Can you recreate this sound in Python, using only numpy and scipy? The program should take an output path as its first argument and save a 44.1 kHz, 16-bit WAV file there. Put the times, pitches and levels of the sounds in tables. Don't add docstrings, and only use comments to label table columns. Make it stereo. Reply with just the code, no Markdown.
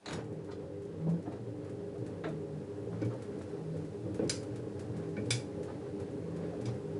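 import sys
import numpy as np
from scipy import signal
from scipy.fft import rfft, irfft, next_fast_len
from scipy.io import wavfile
from scipy.ndimage import map_coordinates

SR = 44100
rng = np.random.default_rng(int(sys.argv[2]) if len(sys.argv) > 2 else 0)


def output_pcm(signal):
    pcm = np.clip(np.atleast_2d(signal).T, -1, 1) * 32767
    wavfile.write(sys.argv[1], SR, np.round(pcm).astype(np.int16))


N = 308259
TIME = np.arange(N) / SR

# f/Hz, relative level/dB
SLOSH_COLOUR = [(300, -7), (600, 5.5), (900, 3.5), (1200, -2), (1700, -3.5), (2300, -11), (3200, -16),
                (5000, -16.5), (11000, -41)]
# f/Hz, relative level/dB
THUD_COLOUR = [(35, -41), (70, -12), (105, -6), (150, -4.5), (230, -2.5), (305, 4.5), (370, -3.5), (430, 3),
               (530, 0.5), (640, -12.5), (900, -17.5), (2000, -35)]
# f/Hz, width/Hz, relative level struck at rim/dB, at centre/dB
GLASS = [(1495, 90, 0, -1.5), (1810, 59, 0, 0), (2270, 59, 7, 10), (2414, 84, -6, 7.5),
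         (2600, 150, -5, -2.5), (3460, 130, -7, 10), (3585, 190, -9, 8), (3930, 220, -1, -1),
         (4350, 220, 5.5, -16), (4850, 200, 9.5, 6.5), (5100, 250, 9, 3.5), (5790, 120, 4, 6),
         (6000, 220, 5.5, 4), (6780, 190, 1.5, -10), (7450, 260, 3, 1), (7750, 200, 1, 1),
         (8800, 380, -8, -0.5), (9240, 200, 6.5, 1), (9430, 330, -2, -8), (10180, 280, -1, -0.5)]
# f/Hz, relative level/dB
CRACK = [(400, -6), (900, 4), (1500, 7.5), (3000, 6.5), (5000, 9.5), (8000, 5.5), (11000, -3.5)]


def from_db(db):
    return 10 ** (np.asarray(db) / 20)


def rms_one(x):
    return x / np.sqrt(np.mean(x ** 2) + 1e-20)


def in_time(rows):
    s, *columns = np.transpose(rows)
    return [np.interp(TIME, s, c) for c in columns]


def at_hz(points, hz):
    f, value = np.transpose(points)
    return np.interp(np.log(np.maximum(hz, 1)), np.log(f), value)


def drift(rate):
    knots = rng.standard_normal(2048)
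    coarse_time = TIME[::64]
    coarse = map_coordinates(knots, [coarse_time * rate], mode="wrap")
    return np.interp(TIME, coarse_time, rms_one(coarse))


def swell(middle, length, squareness=2):
    distance = np.minimum(np.abs(2 * (TIME - middle) / length), 8)
    return .5 ** distance ** squareness


def colour(x, spectrum):
    size = 2 * next_fast_len(x.shape[-1] // 2 + 2048, real=True)
    gain = from_db(at_hz(spectrum, np.fft.rfftfreq(size, 1 / SR)))
    cepstrum = irfft(np.log(gain))
    cepstrum[1:size // 2] *= 2
    cepstrum[size // 2 + 1:] = 0
    return irfft(rfft(x, size) * np.exp(rfft(cepstrum)))[..., :x.shape[-1]]


def soften(x, cut_hz):
    return signal.sosfilt(signal.butter(2, min(cut_hz, SR * .45), fs=SR, output="sos"), x)


def resonate(x, modes):
    out = 0
    for k, (hz, width, db) in enumerate(modes):
        r = np.exp(-np.pi * width / SR)
        top = (-1) ** k * from_db(db) * (1 - r * r) / 2
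        bottom = [1, -2 * r * np.cos(2 * np.pi * hz / SR), r * r]
        out = out + signal.lfilter([top, 0, -top], bottom, x + 1e-18)
    return out


def drone(hz, gain, rough):
    tremor = 1 + rough * drift(35)
    return gain * tremor * np.sqrt(2) * np.sin(2 * np.pi * np.cumsum(hz) / SR)


def burst(length):
    fade = from_db(-60 * TIME[:SR // 3] / length)
    spectrum = rfft(rng.standard_normal((2, len(fade))) * fade)
    flat = irfft(spectrum / np.abs(spectrum), len(fade))
    return flat * np.minimum(10 * fade, 1)


def add(track, s, db, sound):
    at = int(max(s, 0) * SR)
    energy = np.sum(sound ** 2, axis=-1, keepdims=True) / (SR / 50)
    track[:, at:at + sound.shape[-1]] += (from_db(db) * sound / np.sqrt(energy))[:, :N - at]


def blows(table, spectrum, rise_share):
    out = np.zeros((2, N))
    for s, db, length, cut_hz in table:
        contact = burst(length)
        rise = np.minimum(TIME[:contact.shape[-1]] / (rise_share * length), 1) ** 2
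        add(out, s, db, soften(colour(contact * rise, spectrum), cut_hz))
    return out


def bathroom(x, wet_db, t60):
    t = TIME[:SR // 2]
    onset = np.clip((t - .004) / .006, 0, 1)
    tail = rng.standard_normal((2, len(t))) * from_db(-60 * t / t60) * onset
    tail /= np.sqrt(np.sum(tail ** 2, axis=-1, keepdims=True))
    return x + from_db(wet_db) * signal.fftconvolve(x[:1], tail, axes=-1)[:, :N]


def spread(pair):
    # f/Hz, likeness/0-1
    likeness = [(50, 0.93), (110, 1), (200, 0.93), (300, 0.93), (500, 0.77), (1000, 0.53), (2000, 0.63),
                (4000, 0.62), (9000, 0.7)]
    size = next_fast_len(pair.shape[-1], real=True)
    mid, side = rfft(pair, size)
    alike = np.clip(at_hz(likeness, np.fft.rfftfreq(size, 1 / SR)), 0, 1)
    shared = np.sqrt((1 + alike) / 2) * mid
    opposed = np.sqrt((1 - alike) / 2) * side * [[1], [-1]]
    return irfft(shared + opposed, size)[:, :pair.shape[-1]]


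def pump(waver, flutter_db):
    # multiple of the mains, median level/dB
    harmonics = [(1, -72.5), (2, -54.5), (3, -60.5), (4, -59), (6, -51.5), (7, -59), (8, -53), (9, -55.5),
                 (10, -57.5), (11, -59)]
    # t/s, beats per second/Hz
    beat_rate = [(0, 3.8), (2.1, 4.5), (4.2, 4.6), (4.3, 2.15), (7, 2.15)]
    mains_hz, beat_multiple, first_beat_s = 50, 8, .33
    whine_db, whine_flutter_db = -51.5, 6
    beats = np.cumsum(in_time(beat_rate)[0]) / SR
    beats = beats - np.interp(first_beat_s, TIME, beats)
    out = 0
    for multiple, db in harmonics:
        turns = round(multiple) * mains_hz * TIME + rng.random()
        phase = 2 * np.pi * turns + waver * drift(5)
        out = out + from_db(db + flutter_db * drift(12)) * np.sin(phase)
        if round(multiple) == beat_multiple:
            whine_gain = from_db(whine_db + whine_flutter_db * drift(7))
            out = out + whine_gain * np.sin(phase + 2 * np.pi * beats)
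    return np.sqrt(2) * out


def singing_panels():
    # f/Hz, width/Hz, relative level/dB
    panel_modes = [(300.3, 15.4, 0.5), (407.8, 13.8, 3)]
    wide_modes = [(hz, 5 * width, 0) for hz, width, db in panel_modes]
    churn = resonate(resonate(rng.standard_normal(N), panel_modes), wide_modes)
    return from_db(-48) * rms_one(churn)


def bubbles(per_s, size_db, cycles, count=18):
    sizes = from_db(size_db * np.minimum(rng.exponential(1, N), 4)) * rng.choice([-1, 1], N)
    pops = sizes * (rng.random(N) < per_s * from_db(4 * drift(8)) / SR)
    dealt = rng.integers(0, count, N)
    rings = 0
    for k, hz in enumerate(np.geomspace(700, 3600, count)):
        rings = rings + resonate(pops * (dealt == k), [(hz, hz / cycles, at_hz(SLOSH_COLOUR, hz))])
    return rms_one(rings)


def water(slosh_db, spray_db, running):
    # f/Hz, relative level/dB
    spray_colour = [(1000, -33), (2500, 6.5), (3300, 3), (4500, 3.5), (6000, 1), (8000, 1), (10500, -1.5),
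                    (13000, -38)]
    slosh = rms_one(colour(rng.standard_normal((2, N)), SLOSH_COLOUR)) * from_db(1.68 * drift(16))
    pops = bubbles(per_s=500, size_db=3.0, cycles=15.3) * np.array([[1], [0]])
    fizz = bathroom(pops, wet_db=4.5, t60=0.19)
    drops = rng.standard_normal((2, N)) * (rng.random(N) < 120 / SR)
    patter = rms_one(colour(bathroom(drops, wet_db=-4, t60=0.2), spray_colour))
    hiss = rms_one(colour(rng.standard_normal((2, N)), spray_colour))
    surge = from_db(slosh_db) * (from_db(1.0) * slosh + from_db(-8.5) * fizz)
    spray = from_db(spray_db) * (from_db(0.4) * hiss + from_db(-19.0) * patter)
    return np.sqrt(running) * surge + spray


def gulps():
    # middle t/s, level/dB, length/s
    gulp_times = [(1.28, -54, .035), (1.332, -54.5, 0.061), (1.963, -55.5, .035), (2.283, -50, 0.057),
                  (3.102, -56, .04), (6.548, -53.5, 0.056), (6.685, -56, 0.067)]
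    pitch_hz, wander_hz = 666, 34.7
    gain = sum(from_db(db) * swell(s, length) for s, db, length in gulp_times)
    return drone(pitch_hz + wander_hz * drift(90), gain, rough=0.44)


def splashes():
    # t/s, level/dB, length/s, softness cut f/Hz
    splash_times = [(.124, -44.5, 0.063, 11100), (.47, -52, 0.15, 1410), (.503, -52.5, 0.11, 5300),
                    (.71, -69, 0.049, 1800), (1.25, -53, 0.1, 1690), (1.305, -53, 0.13, 2360),
                    (1.955, -59, 0.035, 1380), (2.922, -54, 0.072, 1800), (3.012, -56, 0.081, 1900),
                    (3.09, -50.5, 0.15, 1500), (4.22, -57, 0.081, 1497), (5.67, -52, 0.12, 1400),
                    (5.85, -55, 0.099, 1783), (6.52, -59, 0.1, 1770), (6.665, -52.5, 0.14, 4000)]
    # f/Hz, relative level/dB
    splash_colour = [(300, -5.5), (800, 7), (1600, 2), (2600, -6.5), (4000, -2), (7000, -5.5), (11000, -11)]
    return blows(splash_times, splash_colour, rise_share=0.15)


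def ticks(gain_db, length, count=40):
    # t/s, level before gain_db/dB
    clear = [(.325, -57), (.85, -57.5), (1.092, -52.5), (1.322, -56), (1.645, -55.5), (1.695, -54),
             (2.0637, -48.5), (2.287, -51), (3.0484, -48.5), (3.221, -47), (3.4182, -49), (3.768, -51.5),
             (4.1445, -45.5), (4.4287, -45.5), (4.5584, -46.5), (4.794, -44.5), (4.9661, -49.5),
             (5.257, -51), (5.6301, -46), (5.9993, -48.5), (6.3634, -50.5), (6.6119, -47.5)]
    # f/Hz, relative level/dB
    tick_colour = [(500, -8), (1500, 7.5), (3000, -1.5), (5000, -1.5), (8000, -1.5), (11000, -5.5)]
    faint_per_s, faint_db, faint_spread_db = 2, -55.5, 1
    out = np.zeros((2, N))
    faint_s = np.cumsum(rng.gamma(2, .5, count)) / faint_per_s
    faint_levels = faint_db + faint_spread_db * rng.standard_normal(count)
    for s, db in [*clear, *zip(faint_s, faint_levels)]:
        contact = burst(length)
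        if s < TIME[-1]:
            add(out, s, db + gain_db, colour(contact, tick_colour))
    return out


def glass_knocks(scuff_db, scuff_length, damping_share):
    # t/s, level/dB, length/s, f of the modes with a node at the contact point/Hz
    knock_times = [(3.014, -53, .1, 2800), (4.191, -54, 0.07, 2110), (5.166, -47.5, 0.083, 2850)]
    cut_hz, db_per_octave = 3200, -11.5
    node_db, node_octaves = -19, 0.22
    out = np.zeros((2, N))
    hz, width, _, centre = np.transpose([mode for mode in GLASS if mode[0] < cut_hz])
    for s, db, length, node_hz in knock_times:
        tilt = db_per_octave * np.log2(hz / hz[0])
        notch = node_db * np.exp(-(np.log2(hz / node_hz) / node_octaves) ** 2)
        modes = zip(hz, damping_share * width, centre + tilt + notch)
        add(out, s, db, soften(resonate(burst(length), modes), cut_hz))
        add(out, s, db + scuff_db, soften(colour(burst(scuff_length), CRACK), cut_hz))
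    return out


def chatter(length, count=3):
    gap_s, bounce_length_s = .004, 0.014
    first_db, loss_db = -10, 0.5
    out = rms_one(burst(length))
    for k in range(count):
        bounce = np.roll(rms_one(burst(bounce_length_s)), int(k * gap_s * SR), axis=-1)
        out = out + from_db(first_db - loss_db * k) * bounce
    return out


def glass_clicks(crack_db, crack_length, door_db, door_length):
    # t/s, level/dB, length/s, softness cut f/Hz, place from rim 0 to centre 1
    click_times = [(3.017, -60, 0.04, 4150, .1), (4.276, -62, 0.0085, 9020, .1),
                   (4.2946, -32, 0.057, 13500, .03), (5.3047, -29.5, 0.11, 13970, 1),
                   (6.655, -50, 0.11, 7470, 0.73)]
    out = np.zeros((2, N))
    hz, width, rim, centre = np.transpose(GLASS)
    for s, db, length, cut_hz, place in click_times:
        level = rim + np.clip(place, 0, 1) * (centre - rim)
        add(out, s, db, soften(resonate(chatter(length), zip(hz, width, level)), cut_hz))
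        add(out, s, db + crack_db, soften(colour(burst(crack_length), CRACK), cut_hz))
        add(out, s, db + door_db, colour(burst(door_length), THUD_COLOUR))
    return out


def scrape(slips_per_s, uneven_db):
    # f/Hz, relative level/dB
    scrape_colour = [(300, -5), (900, 3), (1900, 2), (2600, -1), (4200, -2), (5200, -11), (7000, -13),
                     (11000, -15)]
    middle_s, length_s, level_db = .118, .085, -52
    slips = rng.standard_normal((2, N)) * (rng.random(N) < slips_per_s / SR)
    slips = slips * from_db(uneven_db * drift(148.6))
    envelope = swell(middle_s, length_s, squareness=3)
    return from_db(level_db) * envelope * rms_one(colour(slips, scrape_colour))


def clacks(ring_width_hz, ring_split_hz):
    # t/s, level/dB, length/s, softness cut f/Hz, ring f/Hz, ring level/dB
    clack_times = [(0.0574, -45, 0.068, 7450, 4100, -48.5), (0.081, -43.5, 0.11, 6500, 4000, -56),
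                   (0.125, -52, 0.13, 7500, 3700, -59), (2.237, -45, 0.061, 2400, 3850, -63),
                   (2.24, -40, 0.12, 2230, 3890, -62), (2.265, -47, 0.2, 1900, 3800, -70),
                   (3.411, -53.5, 0.042, 1700, 3733, -73)]
    # f/Hz, relative level/dB
    clack_colour = [(40, -10), (200, 0), (450, 1.5), (800, 2), (1100, -2.5), (1400, 0), (1850, -3),
                    (2400, -8), (2950, -11), (3200, -15), (3600, -4), (4400, -11), (4800, -13), (5400, -17),
                    (6700, -8.5), (11000, -22)]
    out = blows([row[:4] for row in clack_times], clack_colour, rise_share=0.034)
    for s, _, length, _, hz, db in clack_times:
        pair = [(hz - ring_split_hz / 2, ring_width_hz, 0), (hz + ring_split_hz / 2, ring_width_hz, 0)]
        add(out, s, db, resonate(burst(length), pair))
    return out


def landings():
    # t/s, level/dB, length/s, softness cut f/Hz
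    bulks = [(0.132, -45, 0.13, 800), (.317, -42.5, 0.07, 750), (1.064, -35.5, .11, 1100),
             (1.125, -41.5, 0.15, 900), (1.269, -37.5, 0.089, 1000), (1.478, -48, 0.054, 690),
             (2.015, -39.5, 0.098, 380), (2.245, -36.5, 0.13, 650), (2.867, -42.5, 0.046, 480),
             (3.013, -32.5, 0.081, 497), (3.13, -39.5, 0.12, 600), (4.048, -36, 0.19, 325),
             (4.19, -29.5, 0.06, 640), (4.222, -34, 0.034, 520), (5.174, -36.5, 0.055, 598),
             (6.144, -44, 0.054, 700), (6.662, -43.5, 0.21, 437)]
    delay_s, loss_db, stretch, cut_share = .036, 3.5, 1.6, 0.76
    folds = [(s + delay_s, db - loss_db, length * stretch, cut_hz * cut_share)
             for s, db, length, cut_hz in bulks]
    return blows(bulks + folds, THUD_COLOUR, rise_share=0.078)


def boom(running):
    # middle t/s, level/dB
    shifts = [(.23, -48), (1.49, -46.5), (1.73, -50), (2.03, -43.5), (2.89, -49), (3.085, -35.5),
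              (4.09, -43), (4.3, -49), (4.551, -47), (4.92, -44.5), (5.33, -37), (6.69, -39)]
    pitch_hz, pitch_wander_hz = 116.4, 2.54
    faint_db, wander_db, swell_s = -57, 4, 0.12
    gain = running * from_db(faint_db + wander_db * drift(5.3))
    gain = gain + sum(from_db(db) * swell(s, swell_s) for s, db in shifts)
    return drone(pitch_hz + pitch_wander_hz * drift(7), gain, rough=0.3)


def rumble(lumpy_db, broad_db):
    # f/Hz, width/Hz, relative level/dB
    tub_modes = [(62.7, 3.7, -11), (92.5, 8.8, 5.5), (112.8, 15.2, 2.5), (129.3, 10.6, 4.5), (165, 13.8, 0),
                 (203.6, 12.1, 4.5), (266.3, 22, 0.5), (290.5, 9.9, 4), (319.5, 8.7, 2.5), (334, 20, -4.5),
                 (417, 43, 4), (431.5, 10.2, 9), (464.1, 4.9, 2), (493, 18.2, 1.5), (528.4, 20, -2),
                 (548, 20.3, -4), (582.4, 22, -6.5), (656, 16, -10.5), (750, 22, -15), (839, 9.3, -9)]
    turn_s, lift_s, deep_hz, ebb_db = 1.3, 2.5, 140, 0.5
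    shaking = rng.standard_normal((2, N)) * from_db(lumpy_db * drift(25))
    ebb = from_db(-ebb_db * np.cos(2 * np.pi * (TIME - lift_s) / turn_s))
    deep = resonate(shaking * ebb, [mode for mode in tub_modes if mode[0] < deep_hz])
    panels = resonate(shaking, [mode for mode in tub_modes if mode[0] >= deep_hz])
    broad = from_db(broad_db) * colour(rng.standard_normal((2, N)), THUD_COLOUR)
    high_pass = signal.butter(4, 62, "high", fs=SR, output="sos")
    return rms_one(signal.sosfilt(high_pass, deep + panels + broad))


def drive(running):
    # middle t/s, level/dB, length/s, f/Hz, glide/Hz per s
    efforts = [(0.15, -42.5, 0.056, 160, 150), (0.377, -49.5, 0.16, 156, 64), (0.772, -52, .07, 166, 0),
               (0.957, -49, 0.081, 160, 2), (1.09, -32.8, .155, 164, 90), (2.328, -43.5, .17, 155, -23),
               (2.54, -48, 0.16, 151, 20), (2.957, -48, 0.15, 170, 0), (3.752, -43.5, 0.29, 157.5, -2),
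               (4.229, -46.5, 0.135, 169, 35), (5.037, -44.5, .24, 163.5, 0), (5.6, -48, 0.12, 165, 0),
               (6.423, -44.5, .35, 168, 15), (6.892, -46.5, .2, 157, 0)]
    idle_hz, wander_hz = 165, 5.87
    idle_db, wander_db, flutter_db = -57, 3.5, 2
    gain = running * from_db(idle_db + wander_db * drift(6))
    pull = gain * (idle_hz + wander_hz * drift(5))
    for s, db, length, hz, glide in efforts:
        effort = from_db(db) * swell(s, length, squareness=3.78)
        gain = gain + effort
        pull = pull + effort * (hz + glide * (TIME - s))
    return drone(pull / gain, gain * from_db(flutter_db * drift(14)), rough=0.1)


def scene():
    # t/s, rumble level before trim and running gain/dB, slosh level likewise/dB
    wash = [(0.2, -40.5, -53), (0.24, -48, -62.5), (1.71, -45.5, -62), (2.13, -44.5, -60.5),
            (2.54, -46, -62), (3.28, -43, -59), (3.92, -44, -61.5), (4.19, -42, -59), (5.7, -41, -59),
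            (6.19, -43.5, -59.5), (6.61, -40, -57.5), (6.99, -44, -60.5)]
    # t/s, running gain/dB
    spin_up = [(0, -32.5), (.05, -19.5), (.13, -0.5), (.2, -2.5)]
    rumble_db, slosh_db = in_time(wash)
    running = from_db(in_time(spin_up)[0])
    spray_db = np.interp(TIME, [0, 3.3], [-74.5, -69.5])

    hum = running * (pump(waver=0.3, flutter_db=3.5) + singing_panels())
    wet = water(slosh_db, spray_db, running)
    clicks = glass_clicks(crack_db=-6.0, crack_length=0.22, door_db=-12.5, door_length=.09)
    clicks = bathroom(clicks + ticks(gain_db=-10.0, length=0.11), wet_db=-9, t60=0.28)
    contacts = clacks(ring_width_hz=240, ring_split_hz=270) + scrape(slips_per_s=2500, uneven_db=4)
    contacts = contacts + glass_knocks(scuff_db=-12, scuff_length=0.09, damping_share=0.42)
    knocks = bathroom(contacts + splashes(), wet_db=-5.5, t60=0.18)
    thuds = bathroom(landings(), wet_db=-4.5, t60=0.15)
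    tub = running * from_db(rumble_db + 2.0) * rumble(lumpy_db=1.5, broad_db=-18.5)
    tones = drive(running) + boom(running) + gulps()
    balance = from_db([[-.3], [.3]])
    return (tones + hum + spread(tub + wet + thuds + knocks + clicks)) * balance


def record(dry):
    # f/Hz, lead of the left/rad
    left_lead = [(95, 0), (118, 0.17), (150, -0.047), (168, 0.23), (200, 0.073), (300, 0.063), (400, 0.36),
                 (450, .3), (520, -0.12), (860, -0.12), (1550, 0.12), (2400, 0.12)]
    cutoff_hz = 11160
    size = next_fast_len(N + 2048, real=True)
    lead = at_hz(left_lead, np.fft.rfftfreq(size, 1 / SR))
    turn = np.exp(.5j * lead * [[1], [-1]])
    heard = irfft(rfft(dry, size) * turn, size)[:, :N]
    return signal.sosfilt(signal.ellip(12, .2, 80, cutoff_hz, fs=SR, output="sos"), heard)


dry = scene()
out = record(dry)
output_pcm(out)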